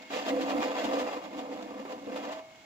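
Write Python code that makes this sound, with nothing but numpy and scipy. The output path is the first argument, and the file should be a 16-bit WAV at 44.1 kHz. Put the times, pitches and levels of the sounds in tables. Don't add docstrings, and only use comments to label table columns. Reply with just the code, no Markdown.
import sys
import numpy as np
from scipy import signal
from scipy.fft import rfft, irfft, next_fast_len
from scipy.io import wavfile
from scipy.ndimage import uniform_filter1d, map_coordinates

SR = 44100
rng = np.random.default_rng(int(sys.argv[2]) if len(sys.argv) > 2 else 0)


def wav_record(signal):
    frames = np.transpose(np.atleast_2d(signal))
    bounded = np.clip(frames, -1, 1)
    quanta = np.round(bounded * 32767).astype(np.int16)
    wavfile.write(sys.argv[1], SR, quanta)


N = 116865

# (t/s, frame level/dB, shell level/dB, panel and grinding level/dB, clatter level/dB)
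ROAD_LEVELS = [(0.0, -52.5, -60, -51.5, -51.5), (0.095, -62, -64, -78, -56.5), (0.11, -51, -59, -46, -46.5),
               (0.15, -38.5, -33, -37, -39.5), (0.255, -47.5, -50, -43, -43), (0.29, -39, -38, -38.5, -40),
               (0.32, -30, -32.5, -40, -46.5), (0.4, -35, -31, -42, -47.5), (0.42, -31.5, -36.5, -43, -41),
               (0.46, -37, -40.5, -39.5, -45.5), (0.52, -35.5, -35.5, -33.5, -40),
               (0.55, -30, -34.5, -35.5, -45.5), (0.611, -29.5, -36.5, -37.5, -44),
               (0.63, -46, -40, -33.5, -38.5), (0.66, -36.5, -31.5, -38.5, -43.5),
               (0.75, -45.5, -40.5, -38.5, -44), (0.82, -42.5, -38, -37, -40),
               (0.86, -32.5, -40, -37.5, -45), (0.96, -35.5, -29.5, -34.5, -40),
               (1.02, -36.5, -33.5, -37, -46), (1.13, -51.5, -51, -40, -46.5),
               (1.169, -38.5, -39, -39.5, -46), (1.215, -55, -48.5, -48, -57.5),
               (1.251, -44, -47, -42, -46), (1.291, -50, -51.5, -53, -60), (1.39, -37.5, -47, -41.5, -49.5),
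               (1.48, -48.5, -44.5, -47, -57.5), (1.51, -42.5, -40.5, -48, -53),
               (1.54, -42, -46, -45.5, -53), (1.79, -45.5, -47.5, -50, -57.5), (1.8, -39, -35, -45.5, -49),
               (1.83, -46, -57, -52.5, -60.5), (1.931, -48, -37.5, -42.5, -51.5),
               (1.97, -44.5, -53.5, -51.5, -62), (2.06, -47, -49, -53.5, -54.5),
               (2.08, -38.5, -38.5, -48.5, -56.5), (2.19, -43, -45, -46, -49), (2.29, -44.5, -43, -42, -48),
               (2.39, -53.5, -65, -47.5, -52), (2.43, -70, -74, -56, -66), (2.65, -74, -81, -77, -61)]


def rolling():
    times, *levels = np.transpose(ROAD_LEVELS)
    frame_db, shell_db, panels_db, clatter_db = [np.interp(np.arange(N) / SR, times, db) for db in levels]
    judder_db = 1.7 * judder()
    road = asphalt(1500, spread_db=1.0, smooth=0.92)
    grain = asphalt(500, spread_db=2.5, smooth=1.0)
    sound = frame_drone(road, frame_db) + shell_note(road, shell_db)
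    sound = sound + panels(grain, panels_db + judder_db / 2)
    sound = sound + struts(grain, clatter_db + judder_db)
    sound = sound + grinding(grain, panels_db + judder_db)
    sound = sound + grit(clatter_db + judder_db)
    return sound + rumble(frame_db)


# (f/Hz, width/Hz, level/dB)
FRAME_MODES = [(277, 11, 0), (298, 16, -6)]
# (f/Hz, width/Hz, level/dB)
BOOM_MODE = [(220, 28.5, 0)]
FRAME_DB, BOOM_DB = -1, -10
BOOM_LIMIT_DB = -41


def frame_drone(road, level_db):
    drone = droning(road, body(FRAME_MODES, low_hz=228, high_hz=313), level_db + FRAME_DB)
    boom_db = np.minimum(level_db, BOOM_LIMIT_DB) + BOOM_DB
    boom = droning(road, body(BOOM_MODE, low_hz=193, high_hz=255), boom_db)
    return filtered(drone + boom, lambda hz: 1 / np.sqrt(1 + (180 / (hz + 1)) ** 20))


# (f/Hz, width/Hz, level/dB)
SHELL_MODES = [(509, 15, 8.5), (605, 47, -12)]
SHELL_DB = 0


def shell_note(road, level_db):
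    return droning(road, body(SHELL_MODES, low_hz=412, high_hz=560), level_db + SHELL_DB)


# (f/Hz, width/Hz, level/dB)
PANEL_MODES = [(611.5, 100, 0), (679, 18, 2), (752, 14, 3.5), (870, 70, -9), (1005, 50, -6), (1162, 18, -2),
               (1308, 12, -8)]
PANELS_DB = -.5


def panels(grain, level_db):
    return amp(level_db + PANELS_DB) * droning(grain, body(PANEL_MODES, low_hz=580, high_hz=1250), 0)


# (f/Hz, width/Hz, level/dB)
STRUT_MODES = [(1549, 45, -3), (1765, 50, -1), (1950, 45, -3), (2100, 50, 0), (2435, 40, 1.5),
               (2680, 55, -1), (2828, 50, -2), (3300, 24, .5), (3620, 35, -6), (4930, 70, -7)]
STRUTS_DB = -2.5
RATTLE_PER_S, RATTLE_DB = 70, 2.5


def struts(grain, level_db):
    parts = 0
    for hz, width, db in STRUT_MODES:
        swing_db = RATTLE_DB * np.clip(wobble(RATTLE_PER_S), -2, 1)
        ring = signal.lfilter(*signal.iirpeak(hz, hz / width, SR), grain * amp(swing_db))
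        parts = parts + amp(db) * ring
    band = lambda hz: 1 / np.sqrt(1 + (1400 / (hz + 1)) ** 10 + (hz / 5500) ** 10)
    return amp(level_db + STRUTS_DB) * droning(parts, band, 0)


# (f/Hz, level/dB per Hz)
GRIND_COLOUR = [(130, -71), (210, -6.5), (380, 3), (580, -3), (1100, -3), (1450, -11), (2400, -14.5),
                (5000, -38.5)]
GRIND_DB = -5.5


def grinding(grain, level_db):
    return driven(grain, colour(GRIND_COLOUR), level_db + GRIND_DB)


# (f/Hz, level/dB per Hz)
GRIT_COLOUR = [(200, -42), (900, 4.5), (2700, -4.5), (4500, -3), (5600, -10.5), (7200, -5), (8600, -30),
               (10500, -31), (12500, -17.5), (15700, -30)]
GRIT_DB = -4


def grit(level_db):
    hits = asphalt(1500, spread_db=4.5, smooth=1.0)
    return driven(hits, colour(GRIT_COLOUR), level_db + GRIT_DB)


# (f/Hz, level/dB per Hz)
RUMBLE_COLOUR = [(25, -1), (50, -8), (75, 5.5), (250, -20.5)]
RUMBLE_DB = -28


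def rumble(level_db):
    noise = ports(rng.standard_normal((2, N)))
    return driven(noise, colour(RUMBLE_COLOUR), level_db + RUMBLE_DB)


# (t/s, level/dB)
BUMPS = [(0.104, -40.5), (0.264, -38.5), (1.851, -40), (2.159, -35.5)]
BUMP_T60_S = 0.14


def bumps():
    t = np.arange(N) / SR
    chatter = 0
    for start, db in BUMPS:
        fade_db = -60 * np.maximum(t - start, 0) / BUMP_T60_S
        chatter = chatter + (t >= start) * amp(db + fade_db)
    force, dull = asphalt(4000, spread_db=2, smooth=0.78), colour(GRIND_COLOUR)
    return filtered(chatter * force, dull) / np.std(filtered(force, dull))


# (t/s of the peak, level/dB, length/s)
SCRAPES = [(0.15, -39.5, 0.062), (0.287, -34, 0.018), (0.419, -40, 0.022), (0.5, -38.5, 0.02),
           (0.624, -43, 0.049), (0.847, -37, 0.019), (0.937, -40.5, 0.013), (0.997, -39, 0.033),
           (1.385, -46.5, 0.028), (1.627, -44.5, 0.0072), (1.922, -45.5, 0.0089), (2.167, -44, 0.02),
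           (2.254, -55, .015), (2.327, -45, 0.021)]
# (f/Hz, level/dB per Hz)
SCRAPE_COLOUR = [(200, -29), (700, 8), (1500, 1), (3200, 2.5), (5000, -5), (7300, -9), (8600, -20.5),
                 (10500, -25), (12500, -24), (15700, -20)]
SCRAPE_RISE = 0.72


def scrapes():
    t = np.arange(N) / SR
    swell = 0
    for peak, db, length in SCRAPES:
        width = length * np.where(t < peak, SCRAPE_RISE, 1 / SCRAPE_RISE)
        swell = swell + amp(db) * np.exp(-2 * ((t - peak) / width) ** 2)
    crunch = filtered(asphalt(2000, spread_db=3, smooth=0.73), colour(SCRAPE_COLOUR))
    return swell * unit(crunch)


# (start t/s, length/s, from f/Hz, to f/Hz, level/dB before its swell)
GLIDES = [(0.258, 0.065, 720, 530, -35), (2.255, 0.075, 510, 680, -42.5)]
WAVER_RAD = 0.39


def wheel_glides():
    t, notes = np.arange(N) / SR, 0
    for start, length, from_hz, to_hz, db in GLIDES:
        part = np.clip((t - start) / length, 0, 1)
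        hz = from_hz + (to_hz - from_hz) * part
        phase = 2 * np.pi * np.cumsum(hz) / SR + WAVER_RAD * wobble(70)
        swell = np.sqrt(2 * abs(np.sin(np.pi * part)))
        notes = notes + amp(db) * swell * np.sin(phase)
    return ports(np.array([notes, np.zeros(N)]))


WHEEL_HZ = [641, 2151, 2191]
WHEEL_DB = [-65.5, -67.5, -66.5]
FREE_DB, LOADED_DB = 5.5, -1.5
LIFT_S, LIFT_DB, RING_OUT_S = 2.35, -41.5, .5


def wheel_ring():
    t = np.arange(N) / SR
    tones = [np.sqrt(2) * np.sin(2 * np.pi * hz * t + WAVER_RAD * wobble(8.9)) for hz in WHEEL_HZ]
    landing_s = BUMPS[0][0]
    load_db = np.select([t < landing_s, t < LIFT_S], [FREE_DB, LOADED_DB], 0.)
    load_db = uniform_filter1d(load_db, size=1000)
    sing = sum(amp(db + load_db + wobble(9.7)) * tone for db, tone in zip(WHEEL_DB, tones))
    rise_db = -310 * np.maximum(LIFT_S - t, 0)
    fade_db = -60 * np.maximum(t - LIFT_S, 0) / RING_OUT_S
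    return sing + amp(LIFT_DB + rise_db + fade_db) * tones[0]


# (f/Hz, level/dB per Hz)
AIR_COLOUR = [(25, -14), (130, 3.5), (300, 5.5), (480, -2), (830, 7.5), (1200, -3), (3000, -2.5),
              (5500, -8.5), (7300, -8.5), (8600, -23.5), (15700, -22)]
AIR_DB = -56.5


def coasting():
    sway_db = .8 * wobble(8)
    hiss = filtered(ports(rng.standard_normal((2, N))), colour(AIR_COLOUR))
    return amp(AIR_DB + sway_db) * unit(hiss)


def asphalt(rate, spread_db, smooth):
    struck = rng.random(N) < rate / SR
    strength = amp(spread_db * np.clip(rng.standard_normal(N), -2, 2))
    hits = struck * strength * rng.choice([-1, 1], (2, N))
    return ports(unit(hits) + smooth * rng.standard_normal((2, N)))


JUDDER_PER_S, JUDDER_S = 110, .012


def judder():
    pebbles = (rng.random(N) < JUDDER_PER_S / SR) * rng.uniform(0.28, 1, N)
    jolts = signal.lfilter([1], [1, -np.exp(-1 / (JUDDER_S * SR))], pebbles)
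    return unit(np.minimum(unit(jolts - jolts.mean()), 2))


STEADY_S, STEADINESS = 0.04, 0.6


def droning(force, response, level_db):
    ring = unit(filtered(force, response))
    power = abs(uniform_filter1d(np.mean(ring ** 2, axis=0), int(STEADY_S * SR))) + .01
    return amp(level_db) * unit(ring / power ** (STEADINESS / 2))


def driven(force, response, level_db):
    return filtered(force * amp(level_db), response) / np.std(filtered(force, response))


def body(modes, low_hz, high_hz):
    def response(f):
        ring = sum(amp(db) * 1j * f * w / (c * c - f * f + 1j * f * w) for c, w, db in modes)
        return ring / np.sqrt((1 + (low_hz / (f + 1)) ** 12) * (1 + (f / high_hz) ** 12))
    return response


# (f/Hz, likeness from 0 to 1)
ALIKE = [(60, .6), (250, .97), (550, .95), (1100, .85), (1600, .35), (2500, .25), (5000, 0.02)]
# (f/Hz, lag/radians)
LEFT_LAG = [(100, 0.49), (480, 0.72), (750, 1.2), (1100, 1.91), (1450, 1.64), (2000, 1.27)]


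def ports(pair):
    def shares(hz):
        turn = np.arccos(np.clip(along(ALIKE, hz), -1, 1)) / 2
        return np.array([np.cos(turn), np.sin(turn)])

    def lag(hz):
        return np.exp(.5j * along(LEFT_LAG, hz) * np.array([[-1], [1]]))
    mid, side = filtered(pair, shares)
    return filtered(np.array([mid + side, mid - side]), lag)


def colour(points):
    return lambda hz: amp(along(points, hz))


def filtered(x, response):
    m = next_fast_len(N + SR // 2)
    return irfft(rfft(x, m) * response(np.fft.rfftfreq(m, 1 / SR)), m)[..., :N]


def along(points, hz):
    f, v = np.transpose(points)
    return np.interp(np.log(hz + 1), np.log(f + 1), v)


def wobble(rate):
    return map_coordinates(rng.standard_normal(int(N * rate / SR) + 4), [np.arange(N) * rate / SR])


def amp(db):
    return 10 ** (np.asarray(db) / 20)


def unit(x):
    return x / np.sqrt(np.mean(x ** 2) + 1e-20)


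BALANCE_DB = -1.07


def scene():
    sound = rolling() + bumps() + scrapes() + wheel_glides() + wheel_ring() + coasting()
    return sound * amp(BALANCE_DB * np.array([[.5], [-.5]]))


def record(dry):
    return filtered(dry, lambda hz: hz < 15750)


dry = scene()
out = record(dry)
wav_record(out)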